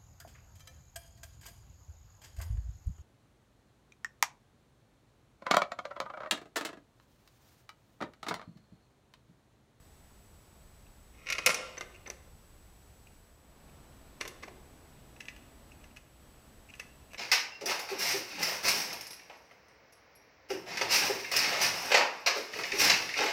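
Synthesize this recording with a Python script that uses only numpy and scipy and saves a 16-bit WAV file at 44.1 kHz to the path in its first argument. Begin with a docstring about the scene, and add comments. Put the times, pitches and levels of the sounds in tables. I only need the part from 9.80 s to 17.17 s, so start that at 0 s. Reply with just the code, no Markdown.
"""A quiet barn at night, one camera microphone close to a plastic see-saw trap on the concrete floor.
A mouse scratches its way in; from 1.4 s the trap tips and its door scrapes down, then snaps shut at
1.66 s, overloading the input. Until 2.3 s the body rocks back with tiny squeaks of the pivot. At 4.4 s
the trap drops back once more, and from 5.4 s claws tick inside it. The barn rings briefly after each
blow; night air, mains hum and the camera's hiss and thin whine lie under it all."""
import sys
import numpy as np
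from scipy import signal
from scipy.fft import rfft, irfft, next_fast_len
from scipy.io import wavfile
from scipy.ndimage import uniform_filter1d

SR = 44100
rng = np.random.default_rng(int(sys.argv[2]) if len(sys.argv) > 2 else 0)


def log_audio(samples):
    """Write samples as a 16-bit WAV file to the path given in sys.argv[1]."""
    # one column per channel
    frames = np.atleast_2d(samples).T
    # limit to full scale, then quantise
    limited = np.clip(frames, -1, 1)
    pcm = np.round(limited * 32767).astype(np.int16)
    wavfile.write(sys.argv[1], SR, pcm)


N = 325017

# the door judders, snaps shut and rebounds, close to the microphone: (t/s, level/dB, weight/dB, edge/dB)
DOOR_KNOCKS = [(1.462, -48.5, 7, -6), (1.469, -36.5, -6, -11.5), (1.488, -33, -10, -7),
               (1.501, -29, -4, 4.5), (1.5238, -26.5, -9.5, 3.5), (1.552, -34, -1, -9),
               (1.5835, -29.5, 1.5, -2), (1.589, -34, 7.5, -10.5), (1.662, -12.5, 1, 12.5),
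               (1.672, -21, 4, -7), (1.6925, -26.5, 10.5, 5), (1.702, -27, 4, 3), (1.7445, -32, -4, 14.5)]
# modes of the trap's body and door: (f/Hz, level/dB, t60/s)
BODY_MODES = [(158, -8, 0.078), (522, 0.5, 0.08), (623, -13, 0.13), (1055, -6, 0.047), (1165, -11.5, 0.072),
              (1377, -2.5, 0.09), (1840, -16.5, .1), (1918, -14, .09), (2171, 3, 0.053), (2507, 2.5, 0.07),
              (2680, -10, 0.072), (2794, -7.5, 0.07), (3017, -19, 0.0895), (3800, -11.5, 0.065),
              (4120, -14, 0.1005), (5030, -9, .05), (5470, -11.5, .05), (5660, -4, 0.03),
              (6460, -13, 0.036), (7100, -24, 0.08), (9040, -25.5, 0.054)]
def door(scuff_s=0.00018):
    """The swinging door strikes the open body."""
    return blows([(*row, scuff_s) for row in DOOR_KNOCKS], BODY_MODES,
                 thump_db=-23.5, knock_db=-10.5, ring_db=-7, crack_db=-20, modes_db=2.5,
                 dense_db=-11.5, dense_t60=0.064, contact_s=0.0052, grit_db=4.5, room_db=-10.5)


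# the tube rocks and lands on the concrete: (t/s, level/dB, weight/dB, edge/dB, scuff/s)
TUBE_LANDINGS = [(1.971, -47, -1, -6, 0.00045), (1.978, -41.5, -2, -14, 0.0016),
                 (2.0095, -36, -2, 1.5, 0.00033), (2.264, -43, -7, -31, 0.0029),
                 (2.278, -51.5, 10, -2, 0.0029), (2.3005, -41.5, -1, 7, 0.00058),
                 (4.412, -31.5, -5.5, 3.5, 0.0023), (4.4528, -44.5, 4, 6, .0005),
                 (4.46, -48.5, 3.5, -7, .0018), (4.4785, -43.5, -9, 15.5, 0.0013),
                 (4.636, -42, 1.5, -7, 0.007), (4.683, -50, 7.5, -5, 0.0043)]
# modes of the tube while it presses on the floor: (f/Hz, level/dB, t60/s)
GROUNDED_MODES = [(363.4, -3, 0.14), (444, -9, 0.084), (524, -16, 0.042), (1038, -4, 0.08),
                  (1210, -5, 0.075), (1535, -3, 0.092), (1750, -3.5, 0.1), (2085, 3.5, 0.081),
                  (2580, -18, 0.026), (2740, 0, 0.06), (3590, 6.5, 0.026), (4330, 10, 0.011),
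                  (5640, -10, .025)]
def tube():
    """The tube see-saws under the mouse and meets the floor."""
    return blows(TUBE_LANDINGS, GROUNDED_MODES,
                 thump_db=-9.5, knock_db=-1.5, ring_db=-7, crack_db=-17, modes_db=-1.5,
                 dense_db=-11, dense_t60=0.14, contact_s=0.0033, grit_db=1.0, room_db=-10.5)


# claws and teeth on the inner wall, heard from outside: (t/s, level/dB, weight/dB, edge/dB)
CLAW_TAPS = [(5.364, -55, 2, -3), (5.406, -38.5, -6, -1), (5.455, -51, 0, 6), (5.4843, -35.5, -9, -11),
             (5.564, -52, 0, 4), (6.041, -52, 2, 0), (6.164, -52.5, 5, 6), (6.17, -46.5, -3, 1),
             (6.9386, -44.5, -10, -13), (6.953, -56, 3, 13), (6.9978, -36, 2, 3), (7.3341, -49, 14, 11.5),
             (7.3454, -41, 7, -11)]
# modes of the closed tube's wall: (f/Hz, level/dB, t60/s)
WALL_MODES = [(1710, 0.5, 0.038), (2007, -7.5, 0.15), (2574, 4, 0.04), (2790, 10.5, 0.013),
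              (3400, -3.5, 0.022), (3950, -11, 0.056), (5900, -24, .03), (6340, -5, 0.06)]
def claws(scuff_s=0.0016):
    """The mouse taps the wall of the closed tube."""
    return blows([(*row, scuff_s) for row in CLAW_TAPS], WALL_MODES,
                 thump_db=-29.5, knock_db=-13, ring_db=-11, crack_db=-18, modes_db=10.0,
                 dense_db=-9.5, dense_t60=0.17, contact_s=0.0044, grit_db=-1.5, room_db=-10.1)


# the door's pivot at its loudest moments: (t/s, f/Hz, level/dB, half length/s)
PIVOT_SQUEAKS = [(1.747, 5940, -30, 0.0031), (1.983, 6060, -35.5, 0.0037), (2.2765, 6040, -40.5, 0.0034),
                 (2.302, 6000, -28.5, 0.00089)]
def squeaks():
    """The pivot sticks and slips, singing for a few milliseconds as the trap rocks."""
    track = np.zeros(N)
    t = np.arange(-SR // 20, SR // 20) / SR
    for s, hz, db, half_s in PIVOT_SQUEAKS:
        phase = 2 * np.pi * hz * t + 0.06 * np.cumsum(rng.standard_normal(len(t)))
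        add(track, s + t[0], amp(db) * np.exp(-(t / half_s) ** 2) * np.sin(phase))
    return track


# the door's legs creep, skid and fold over the floor: (t/s, level/dB, half length/s)
LEG_SKIDS = [(1.415, -59, 0.062), (1.512, -41.5, 0.038), (1.635, -46.5, 0.048)]
# spectrum of plastic on grit: (f/Hz, level/dB)
RASP_COLOUR = [(100, -30.5), (400, -21.5), (530, -3), (850, -20.5), (1380, 5), (1620, -20.5), (2050, 7.5),
               (2800, -1.5), (3200, -11), (4200, -29), (5500, -8), (7500, -29), (15000, -40)]
def drag(slips_per_s=1200, ring_db=0.5):
    """Grit catches the door's legs in tiny slips that ring the body."""
    t = np.arange(SR // 5) / SR
    slips = rng.standard_normal(N) * (rng.random(N) < slips_per_s / SR)
    ring = unit(signal.fftconvolve(slips, ringing(BODY_MODES, t))[:N])
    rasp = unit(coloured(slips, RASP_COLOUR))
    return strokes(LEG_SKIDS) * unit(amp(ring_db) * ring + rasp)


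# soft claw strokes along the wall, faint even this close: (t/s, level/dB, half length/s)
CLAW_STROKES = [(1.067, -61, 0.0037), (2.153, -56, .013), (3.273, -54, 0.0025), (3.896, -65, 0.0043),
                (5.922, -58.5, 0.0077), (6.017, -64, 0.0077), (6.113, -64.5, .007), (6.89, -57, .003),
                (6.903, -51.5, .008), (7.317, -59, 0.011)]
# spectrum of a claw on plastic: (f/Hz, level/dB)
STROKE_COLOUR = [(100, -51), (1500, -22), (2100, -8), (2500, 1), (2800, 1), (3300, -32), (6000, -16),
                 (15000, -40)]
def scratches(slips_per_s=2500):
    """A sliding claw catches in many tiny slips that stir the wall near its main resonance."""
    slips = rng.standard_normal(N) * (rng.random(N) < slips_per_s / SR)
    return strokes(CLAW_STROKES) * unit(coloured(slips, STROKE_COLOUR))


def strokes(table):
    """Each rub swells and fades in a bell curve of pressure, loudest at its listed time."""
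    t = np.arange(N) / SR
    return sum(amp(db) * np.exp(-((t - s) / half_s) ** 2) for s, db, half_s in table)


# spectrum of the plastic's many short-lived modes: (f/Hz, level/dB)
DENSE_COLOUR = [(70, -43), (140, -16), (280, -8), (500, 0.5), (850, -12.5), (1200, -5), (1600, -10.5),
                (2000, -3), (2750, -5), (3250, -14), (4300, -9), (6000, -2), (7500, -15), (12000, -20),
                (15500, -29)]
def blows(table, modes, thump_db, knock_db, ring_db, crack_db, modes_db,
          dense_db, dense_t60, contact_s, grit_db, room_db):
    """The surfaces scuff together, crack on contact, and leave clear modes over a wash of dense ones."""
    track = np.zeros(N)
    t = np.arange(-SR // 100, SR // 5) / SR
    for s, db, weight_db, edge_db, scuff_s in table:
        scuff = np.exp(-np.abs(t) / scuff_s)
        fade = np.exp(-np.abs(t) / contact_s) + amp(dense_db - 60 * np.abs(t) / dense_t60)
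        grit = amp(grit_db * unit(uniform_filter1d(rng.standard_normal(len(t)), size=40)))
        dense = unit(coloured(rng.standard_normal(len(t)), DENSE_COLOUR))
        hit = dense * grit * np.where(t < 0, scuff, fade) + amp(modes_db) * ringing(modes, t)
        # around the clack at 0 dB, a heavy blow is deeper and one on a hard edge brighter
        balance_db = np.array([thump_db + weight_db, knock_db + weight_db, 0,
                               ring_db + 0.31 * edge_db, crack_db + edge_db])
        add(track, s + t[0], in_barn(balanced(hit, db + balance_db), room_db))
    return track


def ringing(modes, t):
    """The clear modes after a blow at t = 0; the loose parts rattle, which roughens their pitch."""
    hz, db, t60 = np.transpose(modes)[:, :, None]
    after = np.maximum(t, 0)
    sizes = amp(db + rng.uniform(-2, 2, hz.shape)) * rng.choice([-1, 1], hz.shape)
    jolts = rng.standard_normal((len(hz), len(t))) * (t > 0)
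    rattle = 0.02 * np.sqrt(hz / 1000) * np.cumsum(jolts, 1)
    partials = sizes * amp(-60 * after / t60) * np.sin(2 * np.pi * hz * after + rattle)
    return np.sum(partials, 0) / np.linalg.norm(sizes)


# a blow's thump, knock, clack, ring and crack: (low f/Hz, high f/Hz)
BLOW_BANDS = [(130, 430), (430, 1600), (1600, 3500), (3500, 8000), (8000, 15000)]
def balanced(hit, bands_db):
    """Colour a blow so that the loudest 4 ms of each band come near its given level."""
    parts = [signal.sosfilt(signal.butter(2, band, "band", fs=SR, output="sos"), hit)
             for band in BLOW_BANDS]
    peak_powers = [uniform_filter1d(part ** 2, size=176).max() for part in parts]
    gains_db = bands_db - 10 * np.log10(peak_powers)
    centres_hz = np.sqrt(np.prod(BLOW_BANDS, 1))
    bass = [(70, gains_db[0] - 18), (150, gains_db[0])]  # the blows fall away steeply below 150 Hz
    return coloured(hit, [*bass, *zip(centres_hz, gains_db)])


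# how long the barn rings around the trap: (f/Hz, t60/s)
BARN_DECAY = [(150, 0.56), (500, 0.95), (1500, 0.71), (3000, 0.79), (6000, 0.56), (10000, 0.38),
              (15000, 0.15)]
# spectrum of that ring at the microphone: (f/Hz, level/dB)
BARN_COLOUR = [(80, -53), (200, 4), (500, 1.5), (1000, 0), (1800, -2), (2300, -9), (3200, -2), (6000, -5),
               (10000, 3), (15000, -4.5)]
def in_barn(x, room_db):
    """The direct sound and the barn's answer, different from every spot; the treble dies first."""
    hz, t, noise = signal.stft(rng.standard_normal(SR * 3 // 4), SR, nperseg=256)
    decay = amp(-60 * t / along(BARN_DECAY, hz)[:, None])
    build_up = 1 - np.exp(-t / 0.0059)
    tail = signal.istft(noise * decay * build_up, SR, nperseg=256)[1]
    room = amp(room_db) * coloured(tail / np.linalg.norm(tail), BARN_COLOUR)
    room[0] += 1  # the direct path to the microphone
    return signal.fftconvolve(x, room)


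# barn air with hiss, the microphone in a corner and by a wall: (f/Hz, level/dB)
AIR_CORNER = [(12, -38.5), (20, -3), (70, -3.5), (140, -10.5), (213, -12.5), (252, -17), (298, -17),
              (465, -19), (505, -20), (686, -20.5), (2760, -33), (7520, -37), (8170, -37), (8880, -37.5),
              (15500, -39)]
AIR_WALL = [(12, -39), (20, -1), (70, 1), (109, -6.5), (137, -1), (161, -8.5), (245, -7), (427, -13),
            (667, -13.5), (2150, -24), (7110, -31.5), (8170, -31), (8880, -32.5), (11700, -32),
            (15500, -34.5)]
# three stretches of background, in turn: (level/dB, hiss lift/dB)
STRETCH_LEVELS = [(-58, 3.5), (-56, 1), (-57.5, 2.5)]
# crossfades from one stretch to the next: (middle t/s, length/s)
CROSSFADES = [(3.62, 0.52), (6.244, 0.41)]
def background(whine_hz=7867.5, whine_db=-73, hum_hz=60, hum_db=-66):
    """Over steady mains hum, night air, hiss and whine dip at two crossfades between three stretches."""
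    t = np.arange(N) / SR
    first, second = [np.clip((t - s) / length_s + 0.5, 0, 1) for s, length_s in CROSSFADES]
    shares = np.array([1 - first, first - second, second])
    spectra = (AIR_CORNER, AIR_WALL, AIR_WALL)
    night = np.zeros(N)
    for share, spectrum, (air_db, hiss_db) in zip(shares, spectra, STRETCH_LEVELS):
        air = unit(filtered(rng.standard_normal(N), lambda hz: amp(along(spectrum, hz))))
        hiss = filtered(air, lambda hz: hz ** 2 / (hz ** 2 + 2000 ** 2))
        night += share * amp(air_db) * (air + (amp(hiss_db) - 1) * hiss)
    dips = np.linalg.norm(shares, axis=0)
    whine = dips * np.sqrt(2) * np.sin(2 * np.pi * whine_hz * t)
    hum = np.sin(2 * np.pi * hum_hz * t)
    return night + amp(whine_db) * whine + amp(hum_db) * hum


def amp(db):
    """Decibels to gain."""
    return 10 ** (np.asarray(db) / 20)


def unit(x):
    """Scale to rms 1."""
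    return x / np.sqrt(np.mean(x ** 2) + 1e-20)


def along(points, hz):
    """(f/Hz, value) points read on a log axis."""
    f, v = np.transpose(points)
    return np.interp(np.log(hz + 1), np.log(f + 1), v)


def filtered(x, response):
    """Shape the spectrum of x by a gain that depends on frequency."""
    size = next_fast_len(len(x) + 8192, True)
    return irfft(rfft(x, size) * response(np.fft.rfftfreq(size, 1 / SR)), size)[:len(x)]


def coloured(x, points, size=2048):
    """Causal filter through (f/Hz, level/dB) points: it rings only after a blow."""
    gain = amp(along(points, np.fft.rfftfreq(size, 1 / SR)))
    cepstrum = irfft(np.log(gain))
    cepstrum[1:size // 2] *= 2
    cepstrum[size // 2 + 1:] = 0
    return signal.fftconvolve(x, irfft(np.exp(rfft(cepstrum))))[:len(x)]


def add(track, s, sound):
    """Mix a sound in at time s."""
    part = track[round(s * SR):][:len(sound)]
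    part += sound[:len(part)]


def scene():
    """Trap and mouse close by, the barn behind them, in mono at the microphone."""
    rubbing = in_barn(drag() + scratches(), room_db=-6.5)[:N]
    pivot = in_barn(squeaks(), room_db=-20.0)[:N]
    return (door() + tube() + claws() + rubbing + pivot + background())[None]


def record(dry):
    """The microphone input overloads softly on the snap, and the highest treble is cut off."""
    ceiling_db, top_hz = -14.3, 15500
    clipped = dry[0] / (1 + np.abs(dry[0] / amp(ceiling_db)) ** 6) ** (1 / 6)
    return filtered(clipped, lambda hz: 1 / (1 + (hz / top_hz) ** 120))[None]


dry = scene()
out = record(dry)
log_audio(out)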